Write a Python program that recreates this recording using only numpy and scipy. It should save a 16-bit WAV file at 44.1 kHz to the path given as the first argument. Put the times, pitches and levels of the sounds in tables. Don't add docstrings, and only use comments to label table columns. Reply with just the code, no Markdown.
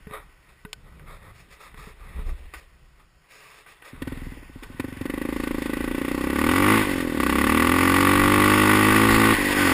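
import sys
import numpy as np
from scipy import signal
from scipy.io import wavfile

SR = 44100
rng = np.random.default_rng(int(sys.argv[2]) if len(sys.argv) > 2 else 0)


def natural_amplitude(level_db):
    exponent = np.asarray(level_db, float) / 20
    return 10 ** exponent


def wav_out(sig):
    wavfile.write(sys.argv[1], SR, np.round(np.clip(np.atleast_2d(sig).T, -1, 1) * 32767).astype(np.int16))


N = 429093

# time_s, opening (0-1)
THROTTLE = [(5.03, 0.18), (5.9, 0.27), (6.3, 0.42), (6.4, 0.74), (6.72, 0.91), (6.82, 0.6), (6.86, .1),
            (7.15, 0.1), (7.2, 0.83), (8.2, 0.94), (9.33, 0.86), (9.37, .1), (9.55, 0), (9.62, 0.69),
            (9.73, 0.85)]
# delay_s, level_db
PIPE_ECHOES = [(0, 13.5), (.0035, 10), (.0072, 2), (0.011, -2.5)]
# pitch_hz, width_hz, level_db
HOUSING = [(1057, 247, 6.5), (1508, 44, 13), (1908, 190, 13), (2657, 390, 5), (3675, 420, 2)]
# pitch_hz, level_db
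LEAK = [(450, 4), (850, 2.5), (1800, -13)]
# pitch_hz, width_hz, level_db
BRIGHT = [(3260, 710, -4), (4295, 510, -3.5), (5960, 3140, -3.5)]


def rms_one(x):
    return x / np.sqrt(np.mean(x ** 2) + 1e-20)


def in_time(rows):
    s, *columns = np.transpose(rows)
    return [np.interp(np.arange(N) / SR, s, column) for column in columns]


def drift(rate_hz):
    r = np.exp(-40 * np.pi * rate_hz / SR)
    slow = signal.lfilter([1], [1, -2 * r, r * r], rng.standard_normal(N // 20 + 2002))[2000:]
    return np.interp(np.arange(N) / 20, np.arange(len(slow)), rms_one(slow))


def clicks(s, size):
    out = np.full(N + 2, 1e-18)
    at = np.minimum(np.asarray(s) * SR, N)
    np.add.at(out, at.astype(int), size * (1 - at % 1))
    np.add.at(out, at.astype(int) + 1, size * (at % 1))
    return out[:N]


def later(x, s):
    return np.pad(x, (round(s * SR), 0))[:N]


def dull(x, hz):
    return signal.sosfilt(signal.butter(2, hz, fs=SR, output="sos"), x)


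def resonate(x, modes):
    out = 0
    for k, (hz, width_hz, db) in enumerate(modes):
        r = np.exp(-np.pi * width_hz / SR)
        b = (-1) ** k * natural_amplitude(db) * (1 - r * r) / 2 * np.array([1, 0, -1])
        out = out + signal.lfilter(b, [1, -2 * r * np.cos(2 * np.pi * hz / SR), r * r], x)
    return out


def bands(x, spectrum):
    out = 0
    for hz, db in spectrum:
        octave = signal.butter(2, [hz / 2 ** .5, hz * 2 ** .5], "band", fs=SR, output="sos")
        out = out + natural_amplitude(db) * signal.sosfilt(octave, x)
    return out


def per_unit(system, pulses):
    energy = np.sum(system(clicks([0], 0.7))[:8000] ** 2) / SR
    return system(pulses) / np.sqrt(energy)


def engine():
    # start_s, peak_db, gas_hiss_db re thud, low_tail_db re thud
    catching = [(3.929, -44, -12, 3), (4.018, -25, -2.5, -7.5), (4.071, -26.5, -4.5, -5),
                (4.119, -28, -8, -5), (4.169, -39.5, 1, 2), (4.216, -39.5, -19, 2), (4.265, -40, -17, 3),
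                (4.317, -40.5, -20, 2), (4.37, -36, -16, -17), (4.425, -39.5, -6, -24),
                (4.494, -41, -14, -8), (4.556, -39.5, -25, 0), (4.623, -36, -4, -18), (4.697, -42, -20, 1),
                (4.742, -54, -16, 10), (4.795, -20.5, -2.5, -10), (4.841, -23, -14, -11),
                (4.88, -31.5, -9, -6), (4.921, -34.5, -4, -1), (4.966, -37.5, 0, -1),
                (5.009, -24.5, -6.5, -6)]
    # time_s, firings_per_s
    speed = [(5.0553, 23.02), (5.21, 27.0), (5.54, 27.41), (5.65, 26.18), (6.17, 31.33), (6.37, 35.16),
             (6.76, 55.92), (6.93, 45.5), (7.15, 39.35), (7.23, 30.86), (7.73, 43.63), (8.37, 50.08),
             (8.87, 52.45), (9.03, 55.01), (9.31, 55.12), (9.36, 48.72), (9.59, 49.55), (9.73, 42.36)]
    # shut_db at middle speed, gain_db when wide open, db_per_octave of speed
    layers = [
        (-27.5, 5, 5.5),
        (-55, 28.5, 4.5),
        (-33, 13.5, 5.5),
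        (-45.5, 24, 3.5),
        (-43.5, 17, 3.5),
    ]

    (rate,), (opening,) = in_time(speed), in_time(THROTTLE)
    octaves = np.log2(rate / 40)
    thud_db, crack_db, gas_db, intake_db, throb_db = (
        shut_db + open_db * opening + octave_db * octaves for shut_db, open_db, octave_db in layers)
    thud_db = thud_db - 30 * np.maximum(np.roll(opening, round(0.017 * SR)) - opening, 0)
    load_db = np.maximum(crack_db + 31, 0)

    running = np.arange(N) >= speed[0][0] * SR
    cycle = np.cumsum(rate * running) / SR
    count = np.arange(int(cycle[-1]) + 1)
    luck = rng.standard_normal((len(count), 4))

    def moments(share):
        return np.interp(count + share, cycle[running], np.flatnonzero(running) / SR)

    def train(s, db, spread_db):
        return clicks(s, natural_amplitude(np.interp(s * SR, np.arange(N), db - 10 * np.log10(rate)) + spread_db))

    def early_thud(pulses):
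        return thud(pulses, PIPE_ECHOES[:2])

    def late_thud(pulses):
        return thud(pulses, PIPE_ECHOES[2:])

    fire = moments(0) - .0004
    breathe = moments(0.5732) - .0004
    ram = moments(.53)
    start_s, peak_db, gas_rel_db, low_rel_db = np.transpose(catching)
    start_s = start_s + 0.00131

    thuds = train(fire, thud_db - 1.2 - .25 * load_db, .6 * luck[:, 0]) + clicks(start_s, natural_amplitude(peak_db - 27))
    out = per_unit(early_thud, thuds)
    out += per_unit(late_thud, thuds * natural_amplitude(-10.0 - 1.0 * load_db))
    out += per_unit(crack, train(fire - .0003, crack_db + 4, .6 * luck[:, 1]))
    puffs = train(fire, gas_db - 4.5 - 0.077 * load_db, 2.3 * luck[:, 2])
    out += gas(puffs + clicks(start_s, natural_amplitude(peak_db + gas_rel_db - 23.5)))
    out += per_unit(intake, train(breathe, intake_db - 4.0, 1.1 * luck[:, 3]))
    ram_db = thud_db - 14.5 + 24 * octaves - 15 * (1 - opening)
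    out += per_unit(early_thud, train(ram, ram_db, .6 * luck[:, 3]))
    out += sigh(clicks(start_s, natural_amplitude(peak_db + low_rel_db + 7.5)))
    return out + natural_amplitude(throb_db) * throb(cycle) * running


def thud(pulses, echoes):
    # pitch_hz, width_hz, level_db
    silencer = [(116, 106, -3), (319, 436, 6), (455, 340, 5)]
    waves = sum(natural_amplitude(db) * later(pulses, s) for s, db in echoes)
    return resonate(dull(waves, hz=756), silencer)


def fronts(pulses, second_db):
    return pulses + natural_amplitude(second_db) * later(pulses, PIPE_ECHOES[1][0])


def crack(pulses):
    # pitch_hz, width_hz, level_db
    outlet = [(650, 1300, -2.5), (1160, 197, 8.5), (1524, 138, -1.5), (1897, 310, 1.5), (2730, 260, -17)]
    pair = fronts(pulses, second_db=-1)
    dip = dull(pair, hz=1900) - dull(pair, hz=486)
    return resonate(pair, outlet) - natural_amplitude(-9) * dip


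def gas(pulses):
    t60_s = .032
    swell = signal.lfilter([1], [1, -natural_amplitude(-60 / (t60_s * SR))], dull(fronts(pulses, second_db=-3), hz=280))
    noise = swell * rng.standard_normal(N)
    hiss = housing(noise - 0.65 * dull(noise, hz=1630)) + natural_amplitude(-2.5) * resonate(noise, BRIGHT)
    return hiss * np.sqrt(np.sum(pulses ** 2) * SR / np.sum(hiss ** 2))


def intake(pulses):
    # pitch_hz, width_hz, level_db
    airbox = [(231.2, 91, 26.5), (467, 34, 6.5)]
    return resonate(resonate(pulses, airbox), airbox)


def sigh(pulses):
    # start_hz, end_hz, glide_s, t60_s
    start_hz, end_hz, glide_s, t60_s = (173, 61, 0.0079, 0.095)
    # pitch_hz, level_db re sinking tone, t60_s
    ring_hz, ring_db, ring_t60_s = (254, 0.5, 0.079)
    age = np.arange(5000) / SR
    hz = end_hz + (start_hz - end_hz) * np.exp(-age / glide_s)
    tone = np.sin(2 * np.pi * np.cumsum(hz) / SR) * natural_amplitude(-60 * age / t60_s)
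    ring = natural_amplitude(ring_db - 60 * age / ring_t60_s) * np.sin(2 * np.pi * ring_hz * age)
    ring = ring * np.minimum(age / 0.0031, 1)
    return signal.fftconvolve(pulses, ring - tone)[:N]


def throb(cycle):
    orders_db = [
        -11,
        1.5,
    ]
    return sum(natural_amplitude(db) * np.sin(2 * np.pi * (k + 1) * cycle) for k, db in enumerate(orders_db))


def housing(x):
    return dull(resonate(x, HOUSING) + bands(x, LEAK), hz=3130)


def knocks():
    # start_s, peak_db, low_thump_db re peak, t60_s, bright_snap_db re peak
    hits = [(0.07, -42.5, 17, 0.025, -31), (0.11, -34, 4, 0.015, -29), (0.65, -31.5, 5, 0.022, -36),
            (0.73, -29, -40, 0.019, 2), (0.995, -44.5, -17, 0.028, -28), (1.743, -41, 4, 0.022, -18),
            (1.872, -47, 17, 0.023, -21), (2.19, -43.5, 16, 0.031, -12), (2.292, -40, 3.5, 0.015, -21),
            (2.537, -35, -31, 0.1, -10.5), (2.998, -54, -20, 0.031, -17), (3.662, -44, -22, 0.054, -22),
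            (3.822, -40, -13, 0.035, -19), (4.632, -36, -7, 0.07, -9)]
    out = np.zeros(N)
    age = np.arange(6000) / SR

    def tone(hz, db, t60_s):
        return natural_amplitude(db - 60 * age / t60_s) * np.sin(2 * np.pi * hz * age)

    for s, peak_db, low_db, t60_s, snap_db in hits:
        at = round(s * SR)
        puff = rng.standard_normal(len(age)) * natural_amplitude(-60 * age / t60_s)
        tick = natural_amplitude(peak_db + 5.0) * (housing(puff) + natural_amplitude(snap_db + 7) * bands(puff, [(3900, 0)]))
        thump = tone(190, peak_db + low_db, 0.028)
        ring = tone(425, peak_db + low_db - 14.5, 0.25)
        out[at:at + len(age)] += tick + thump + ring + tone(1210, peak_db - 6.0, t60_s)
    return out


def rubbing():
    # start_s, length_s, rustle_db, scratch_db re rustle, shake_db re rustle
    rubs = [(0.132, 0.026, -36, -43, -15), (0.494, 0.009, -58, -3, 10), (0.85, 0.18, -60, -24, 8),
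            (1.077, 0.079, -47.5, -12, 8), (1.23, 0.071, -51, -15, 5), (1.36, 0.052, -58.5, 3.5, -8),
            (1.512, 0.031, -54.5, 1.5, -4), (1.612, 0.061, -48, -5, -14), (1.778, 0.12, -49, -3.5, 6),
            (2.003, .14, -51.5, -8, 8.5), (2.163, .06, -49, -12, 16.5), (2.267, 0.038, -47.5, -5, 14),
            (2.378, .08, -65, 6.5, 22), (2.556, 0.029, -50.5, 3, 2), (2.99, .02, -60, -10, 0),
            (3.308, 0.3, -55, 3.5, -5), (3.683, 0.037, -53, 2, -3), (3.853, 0.034, -47, -1.5, -20),
            (3.954, 0.19, -54.5, -28, 13)]
    rise_db_per_s, fall_db_per_s = 620, 286
    t, power = np.arange(0, N, 64) / SR, 0
    for s, length_s, db, scratch_db, shake_db in rubs:
        rise = rise_db_per_s * np.maximum(s - t, 0)
        fall = fall_db_per_s * np.maximum(t - s - length_s, 0)
        power = power + natural_amplitude(db - rise - fall + np.array([[shake_db], [0], [scratch_db]])) ** 2
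    return [np.interp(np.arange(N) / SR, t, row) for row in np.sqrt(power)]


def air_and_cloth():
    # time_s, buffeting_db, rush_db
    wind = [(0.0, -46, -58), (0.6, -54, -62.5), (0.8, -44, -62), (2.5, -52, -57.5), (2.66, -52.5, -61.5),
            (3.18, -53.5, -71), (3.26, -63, -62.5), (3.9, -58, -56), (4.2, -37.5, -45.5), (4.5, -40.5, -53),
            (5.2, -39, -43), (6.3, -39, -36.5), (6.75, -36, -24.5), (7.1, -34.5, -36), (7.8, -37, -29.5),
            (8.7, -32.5, -25), (9.4, -33, -24), (9.73, -29, -23)]
    # pitch_hz, level_db per band
    rumble_bands = [(22, -2), (40, -17.5), (70, -9.5), (120, -4), (220, -19.5), (420, -17)]
    # pitch_hz, width_hz, level_db
    flutter = [(29.9, 6, 15), (66, 8.5, 9)]
    # pitch_hz, width_hz, level_db
    cloth = [(430, 17, 12), (546, 43, 11), (1190, 160, 14), (1420, 91, 0), (2110, 190, 3.5),
             (3800, 100, -4.5)]
    # pitch_hz, width_hz, level_db
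    lens_cover = [(1485, 150, 4), (2620, 440, 1.5), (3320, 560, -6.5), (5400, 1300, -2.5)]

    (buffet_db, rush_db), (shake, rustle, scratch) = in_time(wind), rubbing()
    rush_db = rush_db + 2.5 * in_time(THROTTLE)[0]
    rumble = sum(bands(rng.standard_normal(N), [point]) * natural_amplitude(4.0 * drift(6.3)) for point in rumble_bands)
    rumble = rumble + resonate(rng.standard_normal(N), flutter) * natural_amplitude(4.4 * drift(1.0))
    grains = (rng.random(N) < 500 / SR) * natural_amplitude(3.3 * np.minimum(rng.exponential(size=N), 4))
    noise = rng.standard_normal(N) * (1 + 0.34 * grains) * natural_amplitude(0.94 * drift(42))

    def patchy(modes):
        return sum(resonate(noise, [mode]) * (-1) ** k * natural_amplitude(1.4 * drift(3.8)) for k, mode in enumerate(modes))

    rush = dull(patchy(HOUSING) + bands(noise, LEAK), hz=2900)
    out = np.hypot(natural_amplitude(buffet_db), shake) * rms_one(rumble)
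    out += natural_amplitude(rush_db) * rms_one(rush)
    out += natural_amplitude(rush_db - 8) * rms_one(patchy(BRIGHT))
    out += rustle * rms_one(patchy(cloth) + natural_amplitude(-8.0) * rush)
    return out + scratch * rms_one(patchy(lens_cover))


def hiss_floor():
    # pitch_hz, level_db per band
    spectrum = [(150, -44), (300, -48), (600, -49.5), (1200, -50), (2400, -53.5), (4400, -58.5)]
    return bands(rng.standard_normal(N), spectrum)


def scene():
    return (engine() + knocks() + air_and_cloth() + hiss_floor())[None]


def top_cut(x):
    return signal.sosfilt(signal.butter(12, 16470, fs=SR, output="sos"), x)


def record(dry):
    hold_rate = 12000
    rounded = 1.092 * np.tanh(dry / 1.331)
    smooth = signal.sosfilt(signal.cheby2(8, 24, 6000, fs=SR, output="sos"), rounded)
    slow = signal.resample_poly(smooth, hold_rate, SR, axis=1)
    held = signal.resample_poly(np.repeat(slow, 4, axis=1), SR, 4 * hold_rate, axis=1)
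    mix = signal.sosfilt(signal.cheby2(12, 70, 16300, fs=SR, output="sos"), held[:, :N])
    return top_cut(mix)


dry = scene()
out = record(dry)
wav_out(out)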